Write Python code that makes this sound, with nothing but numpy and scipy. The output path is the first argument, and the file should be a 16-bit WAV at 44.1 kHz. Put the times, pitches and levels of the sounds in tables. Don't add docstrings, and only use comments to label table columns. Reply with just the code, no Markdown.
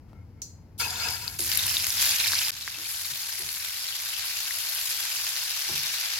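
import sys
import numpy as np
from scipy import signal
from scipy.fft import rfft, irfft, next_fast_len
from scipy.io import wavfile

SR = 44100
rng = np.random.default_rng(int(sys.argv[2]) if len(sys.argv) > 2 else 0)


def boost_factor(decibels):
    exponent = np.asarray(decibels, float) / 20
    return 10 ** exponent


def unload_wav(signal):
    wavfile.write(
        sys.argv[1],
        SR,
        np.round(np.clip(np.atleast_2d(signal).T, -1, 1) * 32767).astype(np.int16),
    )


N = 272979
M = next_fast_len(N)
HZ = np.fft.rfftfreq(M, 1 / SR)
T = np.arange(N) / SR
TOUCH_S = 0.779


def evened(x):
    return x / np.sqrt(np.mean(x ** 2) + 1e-20)


def read(points, hz):
    f, value = np.transpose(points)
    return np.interp(np.log(hz + 1), np.log(f + 1), value)


def filtered(x, gain):
    return irfft(rfft(x, M) * gain, M)[..., :N]


def add(mix, s, sound):
    part = mix[:, round(s * SR):][:, :sound.shape[1]]
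    part += sound[:, :part.shape[1]]


def panned(sound, pan_db):
    return sound * boost_factor(np.array([[pan_db / 2], [-pan_db / 2]]))


def resonate(x, hz, width):
    pole = np.exp((2j * np.pi * hz - np.pi * width) / SR)
    return 2 * signal.lfilter([1 - abs(pole)], [1, -pole], x).real


def wander(low_hz, high_hz):
    gain = (HZ > low_hz) / np.sqrt(HZ + 1) / (1 + (HZ / high_hz) ** 2)
    return evened(filtered(rng.standard_normal(N), gain))


# frequency in Hz, likeness from 0 to 1.
LIKENESS = [(30, 1), (100, 0.95), (300, 0.85), (700, 0.85), (1500, 0.33), (4000, 0.54), (9000, 0.33),
            (15000, 0.31)]
# frequency in Hz, lead in radians.
LEFT_LEAD = [(0, -1.5), (1550, 0.79), (4570, -0.9), (5080, -2.5), (7410, -1), (11800, -11), (16400, -25)]


def pair_noise(gain):
    a, b = rfft(rng.standard_normal((2, M)))
    same = np.clip(read(LIKENESS, HZ), 0, 1)
    shifted = a * np.exp(-1j * read(LEFT_LEAD, HZ))
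    right = same * shifted + np.sqrt(1 - same ** 2) * b
    return evened(irfft(np.array([a, right]) * gain, M)[:, :N])


def fuzzy_tones(peaks, unrest_db, sharpen):
    shake = pair_noise(1)
    mix = np.zeros((2, N))
    for hz, width, db in peaks:
        mix += boost_factor(db + unrest_db * wander(3.6, 30)) * evened(resonate(shake, hz, sharpen * width))
    return evened(mix)


# time in seconds, level in dB, bubble size from -1 (fine) to 1 (coarse).
STEAM = [(0.8, -34, -0.27), (0.9, -40.5, .2), (1.09, -35, 0.29), (1.19, -42.5, -0.18), (1.386, -48, -0.66),
         (1.389, -40, -1.1), (1.53, -30, 0.088), (1.95, -33, -0.12), (2.02, -25, -0.081),
         (2.14, -29, -0.013), (2.506, -31, 0.069), (2.52, -41, 0.27), (2.76, -40, 0.27), (2.9, -37, -0.32),
         (3.4, -37.5, -0.13), (4.1, -35, 0.14), (4.8, -34, -0.13), (6.19, -31.5, 0.5)]


def steam(column=1):
    rows = np.array(STEAM)
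    value = np.interp(T, rows[:, 0], rows[:, column])
    growth_db = 900 * np.maximum(rows[0, 0] - T, 0)
    return value - np.where(T < TOUCH_S, 200, growth_db) * (column == 1)


# start in seconds, left-right level in dB, delay of the right microphone in samples.
VIEWS = [
    (0, 4, 5),
    (1.388, 1.8, -1),
    (2.51, 3.5, 4),
]


def side_db(column=1):
    rows = np.array(VIEWS)
    return rows[np.searchsorted(rows[:, 0], T, "right") - 1, column]


def waking():
    return np.clip((T - TOUCH_S) / 0.024, 0, 1) ** 3


# frequency in Hz, level in dB per Hz.
FRY_COLOUR = [(180, -46), (300, -19.5), (378, -19.5), (527, -21.5), (722, -18), (1310, -14.5), (1520, -9.5),
              (1950, -9.5), (2670, -4), (3310, -6), (5010, -2.5), (7580, -10), (8370, -17.5), (11700, -10),
              (15700, -18.5)]


def fry_colour_db():
    return read(FRY_COLOUR, HZ)


def pot(x, t60=0.11, wet_db=-2.5):
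    t = np.arange(4000) / SR
    tail = rng.standard_normal((2, 4000)) * boost_factor(-60 * t / t60) * (t > 0.0004)
    return x + boost_factor(wet_db) * signal.oaconvolve(x, tail / np.linalg.norm(tail[0]), axes=1)[:, :N]


def bubble(hz, cycles, glide=0.035):
    turns = np.arange(int(SR / hz * 40) + 8) * hz / SR
    shape = (1 - np.exp(-turns / 3.4)) * np.exp(-turns / cycles)
    rise = 1 + glide * np.minimum(turns / cycles, 3) / 3
    return shape / shape.max() * np.sin(2 * np.pi * turns * rise)


# frequency in Hz, level in dB per Hz.
ROOM_COLOUR = [(13, -53), (22, -21), (97, -2.5), (151, -11.5), (292, -18), (364, -25), (507, -26),
               (566, -31), (928, -30.5), (1130, -37.5), (2180, -41.5), (3780, -55), (5110, -46),
               (8390, -66), (15800, -64)]


def burner():
    rumble = pair_noise(boost_factor(read(ROOM_COLOUR, HZ)))
    drone = evened(resonate(pair_noise(1), 85, 10.6))
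    drone = evened(resonate(drone, 85, 25.0))
    level_db = -47.5 - 15 / (1 + np.exp((2.53 - T) / 0.29))
    jets = pair_noise(boost_factor(fry_colour_db() + 4.6 * np.log2(HZ / 5000 + 0.0073)))
    return evened(rumble + boost_factor(-4) * drone) * boost_factor(level_db) + jets * boost_factor(-76.5) * (T < TOUCH_S)


# start in seconds, peak in dB, pitch in Hz, time to fade by 60 dB in seconds.
BUMPS = [(.1312, -35, 780, 0.0057), (0.076, -43.5, 56.7, 0.34), (1.39, -43.5, 348, 0.36),
         (1.7, -41, 66, 0.18), (2.742, -35, 2640, 0.11), (2.77, -48, 332, 0.32), (3.2, -49, 76, 0.24),
         (3.1, -47.5, 130, 0.21), (3.395, -49, 371, 0.31), (3.42, -53, 147, 0.32),
         (3.429, -50.5, 74.5, 0.54), (5.691, -43.5, 369, 0.21), (5.701, -42.5, 144, 0.49),
         (5.7, -51, 74.4, 0.44), (5.69, -45, 830, 0.22)]


def bumps():
    mix, t = np.zeros((2, N)), T[:SR // 2]
    for s, db, hz, t60 in BUMPS:
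        rough = 0.77 * evened(resonate(rng.standard_normal(len(t)), hz, 0.47 * hz))
        rough = rough - np.sin(2 * np.pi * hz * t)
        shape = boost_factor(db - 60 * t / t60) * (1 - np.exp(-t * hz / 0.92))
        add(mix, s, panned(shape * rough, 1.2))
    return mix


# frequency in Hz, width in Hz, level in dB.
SCRAPE_TONES = [(1350, 35, 3), (1720, 18, -10), (2150, 25, 1)]
# start in seconds, hold in seconds, level in dB.
SLIDES = [(.1, .12, -69), (.38, .02, -71)]


def scrape():
    slide = np.zeros(N)
    for s, hold, db in SLIDES:
        inside = np.minimum(T - s, s + hold - T)
        slide += boost_factor(db) * np.clip(1 + inside / 0.05, 0, 1) ** 2
    return fuzzy_tones(SCRAPE_TONES, 2.2, 1.1) * slide


# start in seconds, peak in dB, left-right level in dB.
SPIT = [(0.4184, -24, -1.5)]
# frequency in Hz, level in dB, time to fade by 60 dB in seconds.
SPIT_RING = [(4220, -13, 0.64), (4400, -24, 0.22), (4660, -25, 5.0), (4960, -12, 0.47), (5222, -6, 0.11),
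             (5491, -8, 0.22), (5900, 7, 0.13), (6056, -3, 0.33), (6428, -15, 0.35), (6815, -8, 0.22),
             (7200, -9, 0.19), (7634, -22, 0.32), (7900, -22, 0.22)]
# frequency in Hz, level in dB per Hz.
SPIT_PUFF = [(700, -36), (3000, -24), (5500, -10), (7000, 1), (8500, -20), (12000, -19), (15800, -23)]


def spit():
    mix, t = np.zeros((2, N)), T[:SR // 2]
    s, db, pan_db = SPIT[0]
    puff = evened(filtered(rng.standard_normal((2, N)), boost_factor(read(SPIT_PUFF, HZ))))[:, :len(t)]
    puff = puff * (boost_factor(-9.0 - 60 * t / 0.031) + boost_factor(-17.0 - 60 * t / 0.34))
    beat = np.array([[1.002], [0.998]])
    ring = np.zeros((2, len(t)))
    for hz, ring_db, t60 in SPIT_RING:
        phase = rng.uniform(0, 2 * np.pi, (2, 1))
        fade = boost_factor(0.88 * ring_db - 60 * t / min(t60, 0.45))
        ring += fade * np.sin(2 * np.pi * hz * beat * t + phase)
    add(mix, s, panned(boost_factor(db) * (puff + boost_factor(-16.5) * ring), pan_db))
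    return mix


# frequency in Hz, width in Hz, level in dB.
WALL_TONES = [(475, 26, -15.5), (747, 17, -12), (955, 106, -0.5), (1415, 130, 1.5), (1620, 61, -3),
              (2230, 41, -2.5), (2560, 90, -1), (2670, 29, -15), (3470, 32, -5), (3830, 44, -23),
              (4260, 27, -21), (4380, 27, -2), (4930, 39, 6), (6070, 150, -12), (6330, 63, -3),
              (7100, 51, -2)]


def wall():
    level_db = steam() + 5.5 - 8 * (T - TOUCH_S)
    ending = np.clip((VIEWS[1][0] - T) / 0.02, 0, 1)
    return fuzzy_tones(WALL_TONES, 3.6, 0.75) * waking() * boost_factor(level_db) * ending


def stray_pops(count=150):
    when, size, kind, tune, ring = rng.random((count, 5)).T
    crowd = np.cumsum(boost_factor(0.9 * steam()))
    at = np.searchsorted(crowd, (np.arange(count) + when) / count * crowd[-1]).clip(0, N - 1)
    favoured_hz = np.array([3700, 4700, 5600, 11300])
    hz = favoured_hz[(kind * 4).astype(int)] * (1 + 0.22 * (2 * tune - 1))
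    db = steam()[at] + 18 - 1.2 * T[at] + 3.0 * (2 * size - 1)
    return list(zip(T[at], db, hz, 1.5 + 5.0 * ring))


# start in seconds, peak in dB, pitch in Hz, length in cycles.
POPS = [(0.9056, -18, 7030, 13), (0.9582, -20, 3470, 6.9), (1.0866, -16, 4900, 16), (1.279, -12, 4500, 5.6),
        (1.3927, -10.5, 10100, 6), (1.4052, -10.5, 9900, 7.5), (1.4148, -15, 12140, 9.8),
        (1.4242, -13, 10500, 14), (1.574, -4, 11100, 11), (1.667, -8.5, 11100, 8.4),
        (1.694, -12, 4930, 2.8), (1.7685, -5.5, 3510, 5.2), (1.8436, -6.5, 6100, 3.3),
        (1.868, -5, 11820, 3), (1.904, -10, 5650, 9.2), (2.0262, -7, 11600, 9), (2.1113, -11.5, 4660, 15),
        (2.2015, -11, 3880, 9.3), (2.259, -20, 1700, 5), (2.28, -12, 3730, 12), (2.3198, -4.5, 5240, 3.1),
        (2.334, -13, 1490, 2.4), (2.353, -7.5, 5000, 5.8), (2.389, -5, 5130, 4.7),
        (2.4495, -12.5, 4800, 10), (2.6777, -16, 1670, 2.1), (2.6355, -25.5, 3840, 16),
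        (3.232, -18, 4800, 16), (3.4906, -15, 4130, 3.2), (4.5082, -20, 1860, 3)]


def pops():
    rings, cracks = np.zeros((2, 2, N))
    rows = POPS + stray_pops()
    pans = side_db()[[int(row[0] * SR) for row in rows]] - 3.5 + 5 * rng.standard_normal(len(rows))
    rags = rng.standard_normal((len(rows), 130)) * boost_factor(-9.0 - 60 * T[:130] / 0.004)
    rags[:, 0] = 1
    for (s, db, hz, cycles), pan_db, rag in zip(rows, pans, rags):
        ring = boost_factor(db - 5.0) * bubble(hz, 0.37 * max(cycles, 0.5))
        add(rings, s, panned(ring, pan_db))
        add(cracks, s + 0.00017, panned(boost_factor(db) * rag / np.sqrt(max(cycles, 1)), pan_db))
    no_bass = 1 / (1 + (600 / (HZ + 1)) ** 4)
    mix = rings + boost_factor(13.0) * filtered(cracks, boost_factor(fry_colour_db()) * no_bass)
    mix[1] = np.roll(mix[1], -1)
    return pot(mix, t60=0.03, wet_db=-7)


def scattered(per_s, spread_db, clumps, reach=7.5):
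    at = np.flatnonzero(rng.random(N) < per_s / SR * clumps)
    size, place = rng.random((len(at), 2)).T
    size = boost_factor(spread_db * np.minimum(-np.log(size + 1e-9), 3.6))
    size = size * (-1.) ** np.arange(len(at))
    side = boost_factor(6.0 * (place - 1.0))
    late = np.round(side_db(column=2)[at] + reach * (place - 0.5)).astype(int)
    train = np.zeros((2, N + 40))
    train[0, at + 12] = size * side
    train[1, at + 12 + late] = size / side
    return train[:, :N]


def drift():
    knots = np.arange(0, T[-1] + 1, 1 / 5)
    return boost_factor(2.5 * np.interp(T, knots + rng.random() / 5, rng.standard_normal(len(knots))))


# lowest in Hz, highest in Hz.
SIZES = [
    (600, 3200),
    (3200, 8000),
    (8000, 16500),
]
# bursts per second, length in cycles, size spread in dB, fine hiss in dB.
BURSTS = [
    (699, 4, 3, -4.5),
    (1184, 6.4, 3, -4),
    (1210, 3.8, 4.5, -2),
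]


def frying():
    share_db = [-6, 0, 0.67 - 9 * steam(2)]
    gulps = boost_factor(1.3 * wander(14, 250))
    colour = boost_factor(fry_colour_db())
    cracks = pot(scattered(270, 4.5, gulps ** 2))
    mix = waking() * boost_factor(-4.5) * evened(filtered(cracks, colour))
    for k, ((low, high), (per_s, cycles, spread_db, hiss_db)) in enumerate(zip(SIZES, BURSTS)):
        bursts = np.zeros((2, N))
        for hz in np.geomspace(low, high, 25)[1::2]:
            grain = bubble(hz, cycles * rng.uniform(0.21, 0.7))
            grain *= np.sqrt(hz) / np.linalg.norm(grain)
            clicks = drift() * scattered(per_s / 12, spread_db, gulps ** 2)
            bursts += signal.oaconvolve(clicks, grain[None], axes=1)[:, :N]
        band = 1 / np.sqrt((1 + (low / (HZ + 1)) ** 8) * (1 + (HZ / (0.75 * high)) ** 12))
        hiss = pair_noise(band * colour) * gulps
        layer = evened(evened(filtered(pot(bursts), colour)) + boost_factor(hiss_db) * hiss)
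        mix += layer * boost_factor(share_db[k]) * (waking() if k == 0 else 1)
    side = boost_factor((side_db() - 2.0) / 2)
    return mix * boost_factor(steam()) * np.array([side, 1 / side])


def scene():
    return burner() + bumps() + scrape() + spit() + wall() + pops() + frying()


# frequency in Hz, left-right level in dB.
LEAN = [(60, 2.5), (120, 2.5), (240, 4), (480, 4), (950, 5), (1890, 4), (3770, 7), (7520, 0.5),
        (15000, 7.5)]


def microphones(dry):
    lean = boost_factor(read(LEAN, HZ) * np.array([[0.5], [-0.5]]))
    return filtered(dry, lean * np.clip((16125 - HZ) / 150, 0, 1))


def top_cut(x):
    return signal.sosfilt(signal.butter(12, 16810, fs=SR, output="sos"), x)


def record(dry):
    gate = np.clip(np.maximum(2.5065 - T, T - 2.5172) / 0.0008, 0, 1)
    return top_cut(microphones(dry) * gate)


dry = scene()
out = record(dry)
unload_wav(out)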